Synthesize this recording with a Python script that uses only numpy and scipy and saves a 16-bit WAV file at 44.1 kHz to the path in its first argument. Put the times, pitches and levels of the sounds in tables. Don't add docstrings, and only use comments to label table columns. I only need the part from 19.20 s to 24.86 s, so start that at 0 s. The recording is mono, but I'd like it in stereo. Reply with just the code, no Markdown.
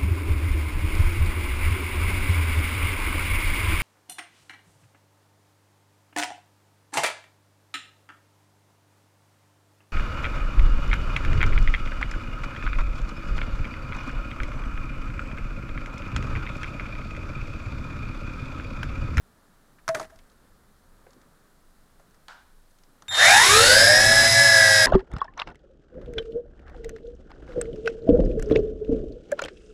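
import sys
import numpy as np
from scipy import signal
from scipy.fft import rfft, irfft, next_fast_len
from scipy.io import wavfile
from scipy.ndimage import uniform_filter1d

SR = 44100
rng = np.random.default_rng(int(sys.argv[2]) if len(sys.argv) > 2 else 0)


def ratio(d):
    e = np.asarray(d, float) / 20
    return 10 ** e


def wav_record(signal):
    frames = np.transpose(np.atleast_2d(signal))
    bounded = np.clip(frames, -1, 1)
    quanta = np.round(bounded * 32767).astype(np.int16)
    wavfile.write(sys.argv[1], SR, quanta)


N = 249606

POWER_ON_S = 3.882
GEAR_RATIO = 5.42

# (time [s], shaft speed [Hz])
SHAFT_SPEEDS = [
    [(3.88, 10), (4.0, 131), (4.25, 332), (4.45, 461), (4.62, 528), (4.85, 555), (5.2, 564.5),
     (5.47, 537.5), (5.66, 540.7)],
    [(3.88, 10), (4.0, 155), (4.3, 374), (4.58, 522), (4.73, 564), (4.88, 571.5), (5.03, 561.5),
     (5.26, 567.5), (5.46, 556.5)],
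    [(3.88, 12), (4.0, 185), (4.12, 286), (4.4, 456), (4.65, 576), (4.85, 645), (5.02, 669), (5.22, 669),
     (5.66, 633)],
    [(3.88, 12), (4.0, 176), (4.3, 395), (4.6, 571), (4.8, 631), (4.95, 661), (5.1, 664), (5.29, 662),
     (5.66, 628)],
]
# (unbalance [dB], commutator [dB], its octave [dB], gear mesh [dB])
STRONG_ORDERS = [(-33, -19.5, -20.5, -36.5), (-40.5, -19, -19.5, -26), (-26, -24.5, -26, -25.5),
                 (-27.5, -22.5, -23.5, -28.5)]
WEAK_MULTIPLES = [4, 7, 8, 10, 12]
# (level of each multiple [dB], ...)
WEAK_ORDERS = [(-18, -20, -20, -30, -24), (-24, -18, -20, -11, -26), (-18, -17, -11, -15, -24),
               (-22, -22, -17, -24, -24)]
ROTOR_UNBALANCE = [-33.5, -57, -36, -53]
# (frequency [Hz], width [Hz], level [dB])
FRAME_MODES = [(740, 150, 7), (1780, 680, 9.5), (3990, 720, 1.5), (4960, 680, 1.5), (6550, 1300, -6.5),
               (10200, 4300, -29)]
# (frequency [Hz], level [dB])
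ARM_RESPONSES = [
    [(400, -23.5), (780, -1.5), (1030, -10), (1350, -3), (1700, -0.5), (2000, -0.5)],
    [(1000, -16.5), (1400, -7.5), (1720, 2.5), (2200, -9), (2900, -11.5), (3400, -25.5), (4000, -6)],
    [(1300, -14), (1800, 6), (2300, 7.5), (2900, -12), (3700, -11), (4300, 0), (5100, 2.5), (6000, -6.5)],
]
# (time [s], level [dB])
WHISTLE_LEVEL = [(3.882, -58), (3.885, -34.5), (3.9, -33.5), (4, -22), (4.3, -27), (4.48, -26.5),
                 (4.7, -38.5), (5.3, -40.5), (5.66, -41)]
WHISTLE_OVERTONES = [-2.5, -13.5, -22]
# (time [s], level [dB])
BRUSH_STRAIN = [(3.88, -53), (3.914, -21.5), (3.968, -7.5), (4.044, -1), (4.19, -1), (4.34, -0.5),
                (4.52, -1.5), (4.74, -5), (5.66, -5.5)]
# (frequency [Hz], density [dB per Hz])
DRUM_SPECTRUM = [(300, -55), (500, -9.5), (780, 2), (1100, -5.5), (1450, 2), (1850, 6.5), (2300, -3.5),
                 (3000, -77)]
# (frequency [Hz], density [dB per Hz])
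RATTLE_SPECTRUM = [(1500, -24), (2300, -5.5), (3000, -5.5), (4000, 0), (4600, -6.5), (5200, 0), (6000, -4),
                   (7000, -3), (9000, -29)]
# (frequency [Hz], density [dB per Hz])
BRUSH_HISS_SPECTRUM = [(4500, -20.5), (6300, -16), (7800, 1.5), (9100, -6.5), (10200, 1), (11000, -5),
                       (11800, -13.5), (14000, -19.5), (15300, -25), (15800, -54)]
# (frequency [Hz], density [dB per Hz])
WASH_SPECTRUM = [(10, -5), (40, -1), (75, -6), (105, 9), (140, -8), (250, -7), (400, -11), (700, -16)]
# (time [s], body level [dB], snap level [dB], body pitch [Hz])
CONTACTS = [(0.5857, -50, -20, 1660), (0.6794, -19.5, -5.5, 1250), (0.6884, -18, -4.5, 1350),
            (0.7479, -19, -4, 1460), (0.7969, -23, -6, 910), (0.814, -42, -14, 1410),
            (0.829, -41, -3, 1800), (0.845, -46, -3, 1800), (.9894, -50, 0, 2290), (1.8668, -50, -22, 1520),
            (2.7978, -53.5, -6, 1230), (3.8221, -43, -2, 1070), (3.8814, -34.5, -4, 1900)]
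# (time [s], level [dB])
SETTLING_TICKS = [(0.959, -59), (1.099, -63), (1.117, -64), (1.9064, -59.5), (1.932, -57), (2.015, -58.5),
                  (2.909, -64), (2.945, -61), (3.5094, -65), (3.5862, -62), (3.636, -59.5)]
# (time [s], level [dB], pitch [Hz], t60 [s])
SOFT_BUMPS = [
    (1.866, -50.5, 520, 0.14),
    (1.961, -53.5, 320, 0.2),
    (2.797, -54, 620, .08),
    (3.886, -49, 103, 0.78),
]
# (time [s], level [dB], pitch [Hz], t60 [s], stopped at [s])
SHELL_RINGS = [
    (.688, -17, 652, 0.26, 0.79),
    (.757, -20, 615, 0.069, 1),
    (.803, -27, 640, 0.14, .9),
    (.92, -45, 653, 0.17, 0.99),
]
# (time [s], level [dB], length [s])
LEG_SLIDES = [
    (0.683, -40, 0.021),
    (0.745, -37.5, 0.032),
    (0.8, -40.5, 0.037),
    (0.895, -57.5, 0.14),
]
# (frequency [Hz], density [dB per Hz])
FRICTION_SPECTRUM = [(60, -38), (150, -11), (600, -7), (1000, -8.5), (1800, -9), (2600, -23), (6200, -23.5),
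                     (10000, -26.5), (15000, -40)]
# time [s], direct level [dB], reverberation level [dB]
DISTANT_KNOCK = (3.083, -32, -45)
# (frequency [Hz], density [dB per Hz])
DISTANT_SPECTRUM = [(200, -45), (450, -18), (700, -7), (920, -2), (1200, -6), (1520, 0), (1900, -12),
                    (2600, -17), (3600, -14), (5200, -19), (8000, -27), (13000, -45)]
# (frequency [Hz], t60 [s])
KITCHEN_T60 = [(500, .45), (1500, .6), (4000, .5), (10000, .4)]
# (frequency [Hz], density [dB per Hz])
MURMUR_SPECTRUM = [(60, -12.5), (110, -1), (190, 2.5), (350, -4.5), (600, -7), (850, -11), (1250, -6),
                   (1750, -10.5), (2100, -18), (3000, -31), (5000, -61)]
# (time [s], level [dB])
MURMUR_SWELL = [(0, 2), (.85, 1.5), (1.1, 4), (1.6, 0.5), (2, 4), (2.5, 0), (2.95, 1.5), (3.55, -4),
                (3.87, 3.5)]
# (frequency [Hz], density [dB per Hz])
SELF_NOISE_SPECTRUM = [(800, 6.5), (2500, -4), (4000, 0), (6000, -4), (8000, -2.5), (10000, -2.5),
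                       (13000, -5.5), (15500, -7)]
# (frequency [Hz], density [dB per Hz])
RUMBLE_SPECTRUM = [(6, -20), (12, -18), (17, -4), (21, 0), (26, -7), (32, -19), (40, -24), (60, -20),
                   (110, -28), (200, -60), (400, -120)]
# (time [s], level [dB])
RUMBLE_LEVEL = [(0, -60), (.6, -62), (.85, -52), (1.2, -56), (1.85, -56), (2.3, -63), (2.7, -57),
                (3.87, -63.5)]


def unit(x):
    return x / np.sqrt(np.mean(x ** 2) + 1e-20)


def curves(rows):
    s, *cols = np.transpose(rows)
    return [np.interp(np.arange(N) / SR, s, c) for c in cols]


def smooth_curves(rows):
    s, *cols = np.transpose(rows)
    place = np.interp(np.arange(N) / SR, s, np.arange(len(s)))
    i = np.minimum(place.astype(int), len(s) - 2)
    u, step = place - i, np.diff(s)[i]

    def arc(v, slope):
        blend = v[i] + u * u * (3 - 2 * u) * (v[i + 1] - v[i])
        return blend + step * u * (1 - u) * ((1 - u) * slope[i] - u * slope[i + 1])

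    return [arc(c, np.gradient(c, s)) for c in cols]


def along(points, hz):
    f, v = np.transpose(points)
    return np.interp(np.log(hz + 1), np.log(f + 1), v)


def wobble(rate):
    knots = np.arange(int(N * rate / SR) + 2)
    return np.interp(np.arange(N) * rate / SR, knots, rng.standard_normal(len(knots)))


def coloured(x, spectrum):
    m = next_fast_len(len(x) + 8192)
    closed = list(spectrum) + [(spectrum[-1][0] * 3, -100)]
    gain = ratio(along(closed, np.fft.rfftfreq(m, 1 / SR)))
    return unit(irfft(rfft(x, m) * gain, m)[:len(x)])


def noise(spectrum, length=N):
    return coloured(rng.standard_normal(length), spectrum)


def drone():
    t = np.arange(N) / SR
    speeds = [smooth_curves(rows)[0] for rows in SHAFT_SPEEDS]
    cancel_db = -22 * np.exp(-((t - 5.11) / 0.046) ** 2)
    merged = (1 + np.tanh((t - 4.86) / 0.023)) / 2
    masked_db = [cancel_db / 2, cancel_db, 0, -38 * merged]
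    mesh_masked_db = [0, 0, -24 * merged, 0]
    tones, commutation = zip(*map(motor, speeds, STRONG_ORDERS, masked_db, mesh_masked_db,
                                  WEAK_ORDERS, ROTOR_UNBALANCE))
    speed = sum(speeds) / sum(speeds).max()
    running = sum(tones) + whistle(commutation) + brush_noise(commutation, speed) + rotor_wash(speed)
    return running * (t > POWER_ON_S)


def motor(hz, strong, masked_db, mesh_masked_db, weak, rotor_db):
    shaft_db = strong[0] + masked_db + 17 * 10 * np.log10(np.clip(hz / 446, 0, 1))
    effort = np.clip(hz / 190, 0, 1) ** 4.4
    comm, twice, mesh = (effort * ratio(db + along(arm, k * hz))
                         for k, db, arm in zip([3, 6, 9], strong[1:], ARM_RESPONSES))
    load = np.clip(uniform_filter1d(np.gradient(hz) * SR, SR // 10) / 800, 0, 1)
    flutter_hz = hz * .0011 * wobble(50) + 4.5 * load * wobble(120)
    turn = 2 * np.pi * (np.cumsum(hz + flutter_hz) / SR + rng.random())
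    rotor = turn / GEAR_RATIO

    def tone(order):
        level = ratio(0.9 * wobble(30) + 1.4 * wobble(9))
        return 2 ** .5 * level * np.sin(order * turn + 2 * np.pi * rng.random())

    def wag(depth):
        return 1 + depth * np.cos(rotor)

    sound = ratio(shaft_db) * wag(0.25) * tone(1)
    sound += mesh * ratio(mesh_masked_db) * wag(0.35) * tone(9)
    sound += ratio(shaft_db - 2.0) * load * tone(1 + 1 / GEAR_RATIO)
    sound += wag(0.19) * ratio(masked_db) * (comm * tone(3) + twice * tone(6))
    sound += effort * sum(ratio(db - 20.0) * frame(k * hz) * tone(k) for k, db in zip(WEAK_MULTIPLES, weak))
    rotor_gain = ratio(rotor_db + 3.8 * wobble(18)) * np.clip(hz / (0.8 * hz.max()), 0, 1) ** 4
    sound += rotor_gain * (np.sin(rotor) + 0.19 * np.sin(2 * rotor))
    return sound, 3 * turn


def frame(hz):
    return sum(ratio(db) / (1 + (2 * (hz - c) / w) ** 2) for c, w, db in FRAME_MODES)


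def whistle(commutation):
    t = np.arange(N) / SR
    whistle_db, = curves(WHISTLE_LEVEL)
    tops_db = -26 + (-5.5 + 26) * np.exp(-((t - POWER_ON_S) / 0.17) ** 2)
    broken = 1 + sum(.2 * np.cos(c) + .2 * np.cos(2 * c) for c in commutation)

    def partial(k):
        switch_hz = 3666.7
        phase = 2 * np.pi * k * switch_hz * t + .35 * k * wobble(150)
        return ratio(1.5 * wobble(60)) * np.sin(phase)

    tops = sum(ratio(db + tops_db) * partial(k) for k, db in enumerate(WHISTLE_OVERTONES, 2))
    return 2 ** .5 * ratio(whistle_db) * broken * (partial(1) + tops)


def brush_noise(commutation, speed):
    strain_db, = curves(BRUSH_STRAIN)
    stutter_db = 2.5 * (1 - speed) ** 2 * wobble(110)

    def sparks():
        pulse = 1 + 0.16 * sum(np.cos(c) for c in commutation)
        return rng.standard_normal(N) * pulse * ratio(0.88 * wobble(150) + stutter_db)

    drum_db = -21.5 + 0.72 * strain_db + 0.77 * wobble(12)
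    rattle_db = -16.5 + 1.61 * strain_db
    hiss_db = -22 + 1.57 * strain_db + 7.5 * (speed - .5)
    drum = ratio(drum_db) * coloured(sparks(), DRUM_SPECTRUM)
    rattle = ratio(rattle_db) * coloured(sparks(), RATTLE_SPECTRUM)
    return drum + rattle + ratio(hiss_db) * coloured(sparks(), BRUSH_HISS_SPECTRUM)


def rotor_wash(speed):
    lift_s, climb_db_per_s, aloft_db = 4.92, -33, -21
    climb_db = np.clip(climb_db_per_s * (np.arange(N) / SR - lift_s), aloft_db, 0)
    wash_db = -29 + 1.5 * 20 * np.log10(speed) + climb_db
    return ratio(wash_db + 1.8 * wobble(4.9)) * noise(WASH_SPECTRUM)


def burst(spectrum, t60):
    t = np.arange(SR // 4) / SR
    return noise(spectrum, len(t)) * ratio(-60 * t / t60)


def knocks():
    out, t = np.zeros(N + SR), np.arange(SR // 4) / SR
    snap_spectrum = [(1500, -31), (3000, 0.5), (6500, 5.0), (8500, -8), (10500, -7.5), (12500, -17),
                     (16000, -40)]
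    ticks = [(s, db, 6.5, 1430) for s, db in SETTLING_TICKS]
    for s, db, snap_db, hz in list(CONTACTS) + ticks:
        body_spectrum = [(hz / 4, -25), (hz * 0.59, -9), (hz, 0), (hz * 1.49, -8), (hz * 2.57, -30)]
        body = burst(body_spectrum, 0.053)
        snap = ratio(snap_db) * burst(snap_spectrum, 0.026)
        thud = ratio(-16.5 - 60 * t / 0.11) * np.sin(2 * np.pi * 130 * t)
        out[round(s * SR):][:len(t)] += ratio(db - 4.5) * (body + snap + thud)
    for s, db, hz, t60 in SOFT_BUMPS:
        bump_spectrum = [(hz / 3, -25), (hz * .75, -6), (hz, 0), (hz * 1.3, -10), (hz * 2.5, -35)]
        out[round(s * SR):][:len(t)] += ratio(db) * burst(bump_spectrum, t60)
    return out[:N]


def shell_ringing():
    out, t = np.zeros(N + SR), np.arange(SR // 4) / SR
    for s, db, hz, t60, stop in SHELL_RINGS:
        pair = np.sin(2 * np.pi * hz * t) + 0.19 * np.sin(2 * np.pi * (hz + 22) * t - 2)
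        onset = 1 - np.exp(-t / 0.0064)
        damped = np.clip((stop - s - t) / 0.0036, 0, 1)
        out[round(s * SR):][:len(t)] += ratio(db - 60 * t / t60) * onset * pair * damped
    return out[:N]


def leg_slides():
    t = np.arange(N) / SR
    sag_db_per_s, release_db_per_s = -130, -450
    sliding = np.zeros(N)
    for s, db, length in LEG_SLIDES:
        sag_db = sag_db_per_s * np.clip(t - s, 0, length)
        release_db = release_db_per_s * np.maximum(t - s - length, 0)
        sliding += (t > s) * ratio(db + sag_db + release_db)
    return sliding * ratio(2.7 * wobble(200)) * noise(FRICTION_SPECTRUM)


def far_knock():
    s, direct_db, tail_db = DISTANT_KNOCK
    hz, t, z = signal.stft(noise(DISTANT_SPECTRUM, SR), SR, nperseg=256)
    decay = ratio(-60 * t / along(KITCHEN_T60, hz)[:, None])
    tail = signal.istft(z * decay, SR, nperseg=256)[1][:SR]
    t = np.arange(SR) / SR
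    snap = ratio(direct_db - 60 * t / .014) * noise(DISTANT_SPECTRUM, SR)
    out = np.zeros(N)
    out[round(s * SR):][:SR] = snap + ratio(tail_db) * (1 - np.exp(-t / 0.0034)) * tail
    return out


def quiet():
    swell_db, = curves(MURMUR_SWELL)
    rumble_db, = curves(RUMBLE_LEVEL)
    murmur = ratio(-65.5 + swell_db + wobble(2.85)) * noise(MURMUR_SPECTRUM)
    self_noise = ratio(-67) * noise(SELF_NOISE_SPECTRUM)
    rumble = ratio(rumble_db + 0.9 * wobble(10.4)) * noise(RUMBLE_SPECTRUM)
    return murmur + self_noise + rumble


def scene():
    mix = drone() + knocks() + shell_ringing() + leg_slides() + far_knock() + quiet()
    return np.tile(mix, (2, 1))


def top_cut(x):
    return signal.sosfilt(signal.butter(12, 15660, fs=SR, output="sos"), x)


def record(dry):
    top, hardness = .8, 4
    mix = dry / (1 + np.abs(dry / top) ** hardness) ** (1 / hardness)
    return top_cut(mix)


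dry = scene()
out = record(dry)
wav_record(out)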